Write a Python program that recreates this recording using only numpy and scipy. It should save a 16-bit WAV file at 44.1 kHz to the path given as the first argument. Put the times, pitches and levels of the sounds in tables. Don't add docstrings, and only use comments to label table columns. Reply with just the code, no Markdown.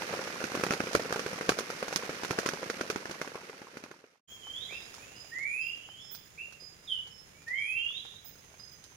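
import sys
import numpy as np
from scipy import signal
from scipy.fft import rfft, irfft, next_fast_len
from scipy.io import wavfile
from scipy.ndimage import map_coordinates

SR = 44100
rng = np.random.default_rng(int(sys.argv[2]) if len(sys.argv) > 2 else 0)


def generate_wav(sig):
    pcm = np.round(np.clip(np.atleast_2d(sig).T, -1, 1) * 32767).astype(np.int16)
    wavfile.write(sys.argv[1], SR, pcm)


N = 395136
CLOCK_S = np.arange(N) / SR
RAIN_ENDS_S, DAWN_S = 4.21, 4.275

# start_s, murmur_db
MORNING = [(4.32, -68.5), (4.51, -63), (4.89, -60), (5.67, -67.5), (8.66, -68), (8.9, -67.5)]


def amp(db):
    return 10 ** (np.asarray(db) / 20)


def unit(x):
    return x / np.sqrt(np.mean(x ** 2) + 1e-20)


def along(points, hz):
    point_hz, values = np.transpose(points)
    return np.interp(np.log(hz + 1), np.log(point_hz + 1), values)


def curves(rows):
    s, *columns = np.transpose(rows)
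    return [np.interp(CLOCK_S, s, column) for column in columns]


def wobble(rate, size=N):
    knots = rng.standard_normal(int(size * rate / SR) + 4)
    return map_coordinates(knots, [np.arange(size) * rate / SR])


def filtered(x, response):
    size = next_fast_len(N + SR // 2)
    spectrum = rfft(x, size) * response(np.fft.rfftfreq(size, 1 / SR))
    return irfft(spectrum, size)[..., :N]


def coloured(x, spectrum, size=2048):
    gain = amp(along(spectrum, np.fft.rfftfreq(size, 1 / SR)))
    cepstrum = irfft(np.log(gain))
    fold = np.r_[1, np.full(size // 2 - 1, 2), np.zeros(size // 2)]
    kernel = irfft(np.exp(rfft(cepstrum * fold)))
    return signal.fftconvolve(x, kernel[None] / np.linalg.norm(kernel), axes=1)[:, :N]


def add(track, s, sound):
    part = track[..., max(round(s * SR), 0):][..., :sound.shape[-1]]
    part += sound[..., :part.shape[-1]]


def rush(spectrum, grain_db):
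    # pitch_hz, correlation
    likeness = [(60, 0.89), (280, 0.76), (640, 0.07), (1400, -0.23), (3000, -0.058)]

    def mid_side(hz):
        turn = np.arccos(np.clip(along(likeness, hz), -1, 1)) / 2
        return amp(along(spectrum, hz)) * [np.cos(turn), np.sin(turn)]
    pair = rng.standard_normal((2, N)) * amp(grain_db * wobble(300))
    mid, side = filtered(pair, mid_side)
    return unit(np.array([mid + side, mid - side]))


def trees(x, direct_db, early_t60, late_t60, late_db, trunks_db=4.5):
    t = np.arange(SR) / SR
    decay = amp(-60 * t / early_t60) + amp(late_db - 60 * t / late_t60)
    decay = decay * (1 - np.exp(-t / 0.0033))
    echo = rng.standard_normal((2, SR)) * decay * amp(trunks_db * wobble(111.3, SR))
    echo = echo / np.linalg.norm(echo, axis=1, keepdims=True)
    wet = signal.fftconvolve(x[None], echo, axes=1)[:, :N]
    return (amp(direct_db) * x + wet) / np.hypot(1, amp(direct_db))


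def forest():
    # pitch_hz, level_db per Hz
    air = [(25, -14), (130, -7), (250, -8), (420, -4), (950, -9.5), (1500, -7.5), (2300, -6.5), (4200, -14),
           (6200, -10.5), (7000, -12), (8200, -27), (9600, -13.5), (11500, -33), (13000, -21.5),
           (15500, -25)]
    # pitch_hz, level_db per Hz
    low_rumble = [(15, -14), (30, -11.5), (80, -1), (150, -1), (230, -10.5), (500, -27.5)]
    murmur_db, = curves(MORNING)
    murmur = amp(murmur_db + 9) * rush(air, grain_db=1.6)
    rumble = amp(-63.5) * rush(low_rumble, grain_db=1.0)
    drift = wobble(110) + 1j * wobble(110)
    far_pips = np.real(drift * np.exp(2j * np.pi * 5030 * CLOCK_S))
    far_pips = far_pips * amp(-73.5 + 1.9 * wobble(11))
    return murmur + rumble + far_pips


def cicada(ring_s=0.0013, weak_click=0.57, jitter=0.00126, flutter_db=1.0):
    # start_s, body_hz, level_db
    drone = [(4.3, 6830, -59.5), (5.3, 6900, -61), (6.3, 6850, -66.5), (7.3, 6850, -67.5),
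             (8.1, 6540, -63.5), (8.96, 6230, -61.5)]
    clicks_hz, tires_at_s, slows_hz_per_s = 258.5, 7.3, 2.4
    body_hz, db = curves(drone)
    rate = clicks_hz - slows_hz_per_s * np.maximum(CLOCK_S - tires_at_s, 0)
    unsteady = jitter * (1 + np.abs(rate - rate.max()))
    clicks = np.cumsum(rate * (1 + unsteady * wobble(60))) / SR
    age = clicks % 1 / rate
    size = np.where(np.floor(clicks) % 2, weak_click, 1) * amp(flutter_db * wobble(25))
    envelope = np.exp(-age / ring_s) * (1 - np.exp(-age / 0.00051))
    ring = size * envelope * np.sin(2 * np.pi * body_hz * age)
    return trees(amp(db) * unit(ring), direct_db=0.5, early_t60=0.32, late_t60=1.0, late_db=-11.5)


def tone(s, pitch, db, attack=0.0061, release=0.0058, waver=0.0046, flutter_db=1.5, overtone_db=-26):
    size, track = len(pitch), np.zeros(N)
    t = np.arange(size) / SR
    phase = 2 * np.pi * np.cumsum(pitch * (1 + waver * wobble(118, size))) / SR
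    gate = np.clip(np.minimum(t / attack, (t[-1] - t) / release), 0, 1)
    gate = gate * amp(flutter_db * wobble(29.5, size))
    overtones = sum(np.sin(k * phase) * np.exp(-((k * pitch - 9850) / 750) ** 2) for k in (3, 4))
    richness = amp(overtone_db + np.minimum(db + 36, 0))
    add(track, s, np.sqrt(2) * amp(db) * gate * (np.sin(phase) + richness * overtones))
    return track


def progress(length):
    return np.linspace(0, 1, int(length * SR))


def pip(s, length, hz, db, rise=.16, fall=0.32):
    pitch = np.full(int(length * SR), hz)
    return tone(s, pitch, db, attack=rise * length, release=fall * length,
                waver=0.0034, flutter_db=1.0, overtone_db=-60)


def insects():
    # start_s, length_s, pitch_hz, level_db before the trees
    pip_rows = [(4.276, .09, 5330, -64), (4.70, 0.16, 5020, -53), (5.154, 0.071, 5000, -42.5),
                (5.605, 0.072, 4975, -45), (5.999, .12, 5300, -50), (6.126, .05, 5010, -50),
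                (6.598, 0.057, 4980, -42.5), (6.78, 0.11, 5040, -59), (7.102, .1, 5285, -50),
                (7.579, .064, 5060, -58), (8.255, 0.028, 5060, -50), (8.59, 0.062, 4990, -42)]
    # start_s, length_s, level_db before the trees
    rasp_rows = [(4.267, .12, -61), (5.26, .073, -66.5), (5.64, .07, -59), (6.102, 0.064, -42),
                 (8.237, 0.072, -43.5), (8.708, .047, -61.5)]
    # pitch_hz, level_db per Hz
    rasp_spectrum = [(9000, -54.5), (12300, -28), (13500, -11), (14700, -12.5), (15200, 6.5), (15600, -9.5)]
    pips = sum(pip(*row) for row in pip_rows)
    rasps = np.zeros(N)
    for s, length, db in rasp_rows:
        stroke = signal.windows.tukey(int(length * SR), .6)
        add(rasps, s, amp(db) * stroke * rng.standard_normal(len(stroke)))
    rasps = coloured(rasps[None], rasp_spectrum)[0]
    pips = trees(pips, direct_db=-3.5, early_t60=0.27, late_t60=.8, late_db=-8)
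    rasps = trees(rasps, direct_db=5.0, early_t60=.2, late_t60=.6, late_db=-10)
    return pips * amp([[-3], [-1.5]]) + rasps * amp([[-5], [0]])


def whistle(s, length, first_hz, last_hz, db, scoop_hz=230, scoop_s=.075, swell_db=1.5):
    u = progress(length)
    rise = last_hz + (first_hz + scoop_hz - last_hz) * (1 - u)
    pitch = rise - scoop_hz * np.exp(-u * length / scoop_s)
    return tone(s, pitch, db + swell_db * (u - .5), attack=0.019, release=0.011,
                waver=0.0078, flutter_db=1.0, overtone_db=-22.5)


def song(s, first_hz, top_hz, sweep_db, soft_db):
    soft_s, soft_hz, arch_hz = .2, 3010, 259.7
    sweep_s, sweep_curve = .26, 2.1
    arch = soft_hz + arch_hz * np.sin(2.56 * progress(soft_s))
    climb = np.minimum(progress(sweep_s) / .88, 1) ** sweep_curve
    sweep = first_hz + (top_hz - first_hz) * climb
    soft_note = tone(s - soft_s - .02, arch, soft_db, attack=0.039, release=0.068)
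    return soft_note + tone(s, sweep, sweep_db, attack=.03, release=0.056, overtone_db=-34)


def chirp(s, length, first_hz, held_hz, slide_s, db, swell_db=7):
    away = np.exp(-progress(length) * length / slide_s)
    pitch = held_hz + (first_hz - held_hz) * away
    return tone(s, pitch, db - swell_db * np.sqrt(away), attack=0.012, release=0.0094, overtone_db=-23.5)


def birds():
    # start_s, length_s, first_hz, last_hz, level_db before swell and trees
    whistles = [(4.97, .23, 2250, 3005, -57.5), (5.313, .40, 1780, 2858, -35),
                (7.319, .19, 2200, 2500, -63), (7.465, .40, 1768, 2900, -33.5)]
    # upsweep_start_s, first_hz, top_hz, upsweep_db, soft_note_db before the trees
    songs = [(4.42, 3057, 3930, -40.5, -49), (5.81, 2955, 3570, -49.5, -52.5),
             (7.759, 3110, 3930, -41, -44)]
    # start_s, length_s, first_hz, held_hz, slide_s, level_db once settled, before the trees
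    chirp_rows = [(4.684, 0.086, 1885, 2845, .035, -38.5), (6.372, 0.064, 1990, 2787, 0.0138, -37.5),
                  (6.869, 0.1041, 3960, 2912, .025, -32)]
    near_db = -45
    near = sum(trees(whistle(*row), direct_db=-3.5, early_t60=0.46, late_t60=0.69, late_db=-11.5)
               for row in whistles if row[-1] > near_db)
    chirps = sum(chirp(*row) for row in chirp_rows)
    chirps = trees(chirps, direct_db=-5.5, early_t60=0.44, late_t60=0.59, late_db=-13.5)
    far = sum(whistle(*row) for row in whistles if row[-1] <= near_db)
    far = far + sum(song(*row) for row in songs)
    far = trees(far, direct_db=-9, early_t60=0.71, late_t60=0.62, late_db=-7)
    return (near + chirps + far) * amp([[-.9], [.3]])


def thump(t, hz, push_t60=0.017, ring_t60=0.057, ring_db=-13, spread=.5, apart=0.48, count=12):
    push = np.sin(2 * np.pi * hz * t) * amp(-60 * t / push_t60)
    modes_hz = np.sqrt(hz * 350) * np.exp(spread * rng.standard_normal((count, 1)))
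    modes = np.sin(2 * np.pi * (modes_hz * t + rng.random((count, 1))))
    weights = rng.standard_normal(count) + apart * rng.standard_normal((2, count))
    ring = unit(weights @ modes) * amp(-60 * t / ring_t60)
    return unit(push + amp(ring_db) * ring * (1 - np.exp(-t / 0.00084)))


def splash(t, crack_t60, tail_t60, tail_db, clump_db=8.0):
    droplets = amp(tail_db - 60 * t / tail_t60 + clump_db * wobble(500, len(t)))
    return unit(rng.standard_normal((2, len(t))) * (amp(-60 * t / crack_t60) + droplets))


def tock(t, centre_hz=1500, spread=0.27, t60=0.028, count=4):
    hz = centre_hz * np.exp(spread * rng.standard_normal((count, 1)))
    weights = rng.standard_normal((2, count))
    return unit(weights @ np.sin(2 * np.pi * hz * t) * amp(-60 * t / t60))


def impacts(rows, thump_db, slap_db, spray_db, tock_db=-5.5, sharpen=0.46, size=3000):
    # pitch_hz, gain_db
    tarp = [(20, -30), (50, -15), (100, -7), (185, 0.5), (310, -3.5), (500, 2), (720, -2), (1100, 6),
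            (3000, -2.5)]
    # pitch_hz, level_db per Hz
    slap_spectrum = [(300, -17.5), (700, -4), (1050, -6), (1400, 2.5), (1900, -6.5), (2500, -5),
                     (3300, -15.5), (5000, -43)]
    # pitch_hz, level_db per Hz
    spray_spectrum = [(1500, -26), (3200, -5), (4500, -0.5), (6300, 0.5), (8000, -14), (9800, -8.5),
                      (11500, -18.5), (13000, -14), (16000, -29.5)]
    slap_follows_spray = 0.38
    thumps, slaps, sprays, tocks = np.zeros((4, 2, N))
    t = np.arange(size) / SR
    for s, hz, low_db, high_db in rows:
        mid_db = low_db + slap_follows_spray * (high_db - low_db) + slap_db
        crack_db = sharpen * max(high_db + 44.5, 0)
        slap = splash(t, crack_t60=0.0076, tail_t60=0.059, tail_db=-2.0 - crack_db, clump_db=1.5)
        spray = splash(t, crack_t60=0.002, tail_t60=0.099, tail_db=-3.5 - crack_db, clump_db=2.5)
        add(thumps, s + 0.00047, amp(low_db + thump_db) * thump(t, hz))
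        add(slaps, s + .0008, amp(mid_db) * slap)
        add(sprays, s + .001, amp(high_db + spray_db) * spray)
        add(tocks, s + .0008, amp(mid_db + tock_db) * tock(t))
    thumps = filtered(thumps, lambda hz: amp(along(tarp, hz)))
    return thumps + coloured(slaps, slap_spectrum) + coloured(sprays, spray_spectrum) + tocks


def scattered(start, end, level_db, size_db, colour_db, pitch_hz, spread, count):
    chance = rng.standard_normal((count, 4))
    s = start + (np.arange(count) + 2 * rng.random(count)) * (end - start) / count
    level = np.interp(s * SR, np.arange(N), level_db)[:, None]
    level = level + size_db * np.minimum(chance[:, :1], 2)
    level = level + colour_db * np.minimum(chance[:, 1:3], 1)
    return np.column_stack([s, pitch_hz * np.exp(spread * chance[:, 3]), level])


def dripping():
    # start_s, pitch_hz, thump_db, spray_db before trim
    near_drips = [(4.469, 810, -60.5, -64), (4.724, 390, -56, -63), (4.941, 510, -68, -52),
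                  (5.385, 321.6, -64, -57), (5.888, 794, -62.5, -77), (6.147, 202, -70, -50.5),
                  (6.523, 338, -71, -57.5), (7.479, 824, -71, -56), (8.051, 785, -62, -68),
                  (8.54, 732, -65, -70), (8.839, 530, -88, -54.5)]
    murmur_db, = curves(MORNING)
    faint = scattered(DAWN_S, N / SR, murmur_db, size_db=2.5, colour_db=2.0,
                      pitch_hz=378, spread=0.51, count=44)
    near = impacts(near_drips, thump_db=-1.5, slap_db=0.0, spray_db=-3.0)
    return near + impacts(faint, thump_db=-5.5, slap_db=-9.5, spray_db=-5.5)


def downpour():
    # start_s, patter_db on the tarp, wash_db on the leaves, before trim
    rain = [(0.0, -41, -48), (0.35, -43.5, -50), (0.72, -41, -50), (1.84, -46.5, -50.5),
            (2.36, -44.5, -50.5), (3.24, -49.5, -56), (3.84, -58, -64.5), (4.13, -70.5, -76),
            (4.2, -76.5, -81.5)]
    # pitch_hz, level_db per Hz
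    leaves = [(18, -50.5), (30, -35), (164, -13), (532, -4.5), (656, -8.5), (921, -12.5), (1360, -5),
              (2360, -5.5), (3400, -13.5), (5740, -11), (7860, -22.5), (9680, -21.5), (11300, -28.5),
              (12600, -23.5), (15500, -43.5)]
    patter_db, wash_db = curves(rain)
    small = scattered(0, RAIN_ENDS_S, patter_db, size_db=3.0, colour_db=3.0,
                      pitch_hz=431, spread=0.414, count=600)
    patter = impacts(small, thump_db=-12.5, slap_db=-15.5, spray_db=-22)
    wash = amp(wash_db + 7.5) * rush(leaves, grain_db=2.0)
    return (patter + wash) * np.clip((RAIN_ENDS_S - CLOCK_S) / 0.03, 0, 1)


def fat_drops():
    # start_s, fabric_pitch_hz, thump_db, spray_db before trim
    drops = [(.1267, 493, -41.5, -49.5), (0.1372, 470, -34, -48), (.192, 503, -35.5, -59),
             (0.2756, 566, -40.5, -47), (.4132, 493, -40.5, -49), (0.4397, 353, -34, -37.5),
             (0.5184, 357, -39, -46), (0.5433, 485, -37.5, -51), (0.5507, 434, -32.5, -37.5),
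             (0.5734, 329, -34, -46), (0.596, 340, -35.5, -45), (.6095, 400, -41, -44.5),
             (.636, 380, -29, -33.5), (0.6649, 362, -33.5, -38.5), (0.7069, 264, -28.5, -36),
             (0.7226, 430, -36.5, -36.5), (0.7352, 410, -34, -37.5), (.803, 316, -29, -42),
             (.87, 407, -37.5, -45.5), (0.9306, 304, -42, -35.5), (0.9499, 398, -21.5, -27),
             (.9955, 535, -35, -44.5), (1.0541, 450, -39, -59), (1.1061, 453, -38.5, -52),
             (1.1245, 395, -34, -35), (1.1592, 433, -33, -39.5), (1.193, 456, -35.5, -38.5),
             (1.262, 373, -32.5, -41), (1.3305, 480, -38, -47), (1.4098, 447, -35.5, -43.5),
             (1.4913, 395, -22, -25.5), (1.5184, 427, -34, -44.5), (1.5873, 471, -34.5, -32.5),
             (1.6058, 380, -37.5, -52.5), (1.7012, 464, -39, -41.5), (1.8265, 540, -33.5, -43.5),
             (1.8812, 470, -42, -41), (1.9263, 540, -38.5, -38), (1.9595, 315, -34, -26),
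             (2.0331, 480, -40.5, -55), (2.0932, 431, -35.5, -47), (2.2336, 403, -38.5, -41),
             (2.2476, 403, -39, -39), (2.3075, 362, -29, -36), (2.3869, 396, -28.5, -34),
             (2.4602, 380, -32.5, -33), (2.488, 346, -37.5, -34), (2.5346, 390, -38, -43),
             (2.6298, 520, -38, -48.5), (2.6989, 417, -33.5, -37), (2.8098, 380, -32, -39),
             (2.9, 390, -32, -34.5), (2.959, 306, -32.5, -42.5), (3.0548, 400, -40.5, -47.5),
             (3.0952, 333, -42, -48.5), (3.1103, 350, -41.5, -42), (3.2143, 390, -36.5, -40.5),
             (3.2748, 410, -43, -50.5), (3.3546, 455, -39, -52), (3.4953, 475, -44, -54.5),
             (3.6165, 310, -46.5, -55), (3.77, 297, -42.5, -49), (3.8377, 305, -44.5, -49.5),
             (3.9125, 390, -48, -54.5), (4.04, 433, -52, -72)]
    # pitch_hz, level_db, t60_s
    heave_modes = [(66, -40, .11), (118, -33.5, .09), (185, -38, .08)]
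    heavy_db, heave_grows = -22, 2.2
    heave, t = np.zeros(N), np.arange(SR // 4) / SR
    for s, _, db, _ in drops:
        swing = np.zeros(len(t))
        for hz, level, t60 in heave_modes:
            mode_hz = hz * np.exp(.08 * rng.standard_normal())
            swing += np.sin(2 * np.pi * mode_hz * t) * amp(level - 60 * t / t60)
        onset = 1 - np.exp(-t / 0.0022)
        add(heave, s + 0.0018, amp(heave_grows * (db - heavy_db)) * swing * onset)
    return heave + impacts(drops, thump_db=-7, slap_db=-7.0, spray_db=-9.0)


def scene():
    dawn = np.clip((CLOCK_S - DAWN_S) / 0.021, 0, 1)
    morning = forest() + cicada() + insects() + birds() + dripping()
    return dawn * morning + downpour() + fat_drops()


def record(dry, ceiling=0.39):
    # pitch_hz, ratio_db
    mic_tilt = [(600, 0), (1300, 0.5), (2400, 6.5), (3300, 5.5), (4400, 10), (5600, 16), (7000, 29),
                (8200, -1.5), (9000, -12.5), (10000, -32), (11200, -2.5), (12600, -1), (13600, 7.5),
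                (15000, 19.5)]
    top_hz = 15800

    def ports(hz):
        ratio = amp(along(mic_tilt, hz))
        return np.sqrt(2 / (1 + ratio ** 2)) * np.array([np.ones_like(hz), ratio])
    heard = filtered(dry, ports)
    rounded = heard / (1 + (heard / ceiling) ** 4) ** (1 / 4)
    return filtered(rounded, lambda hz: hz < top_hz)


dry = scene()
out = record(dry)
generate_wav(out)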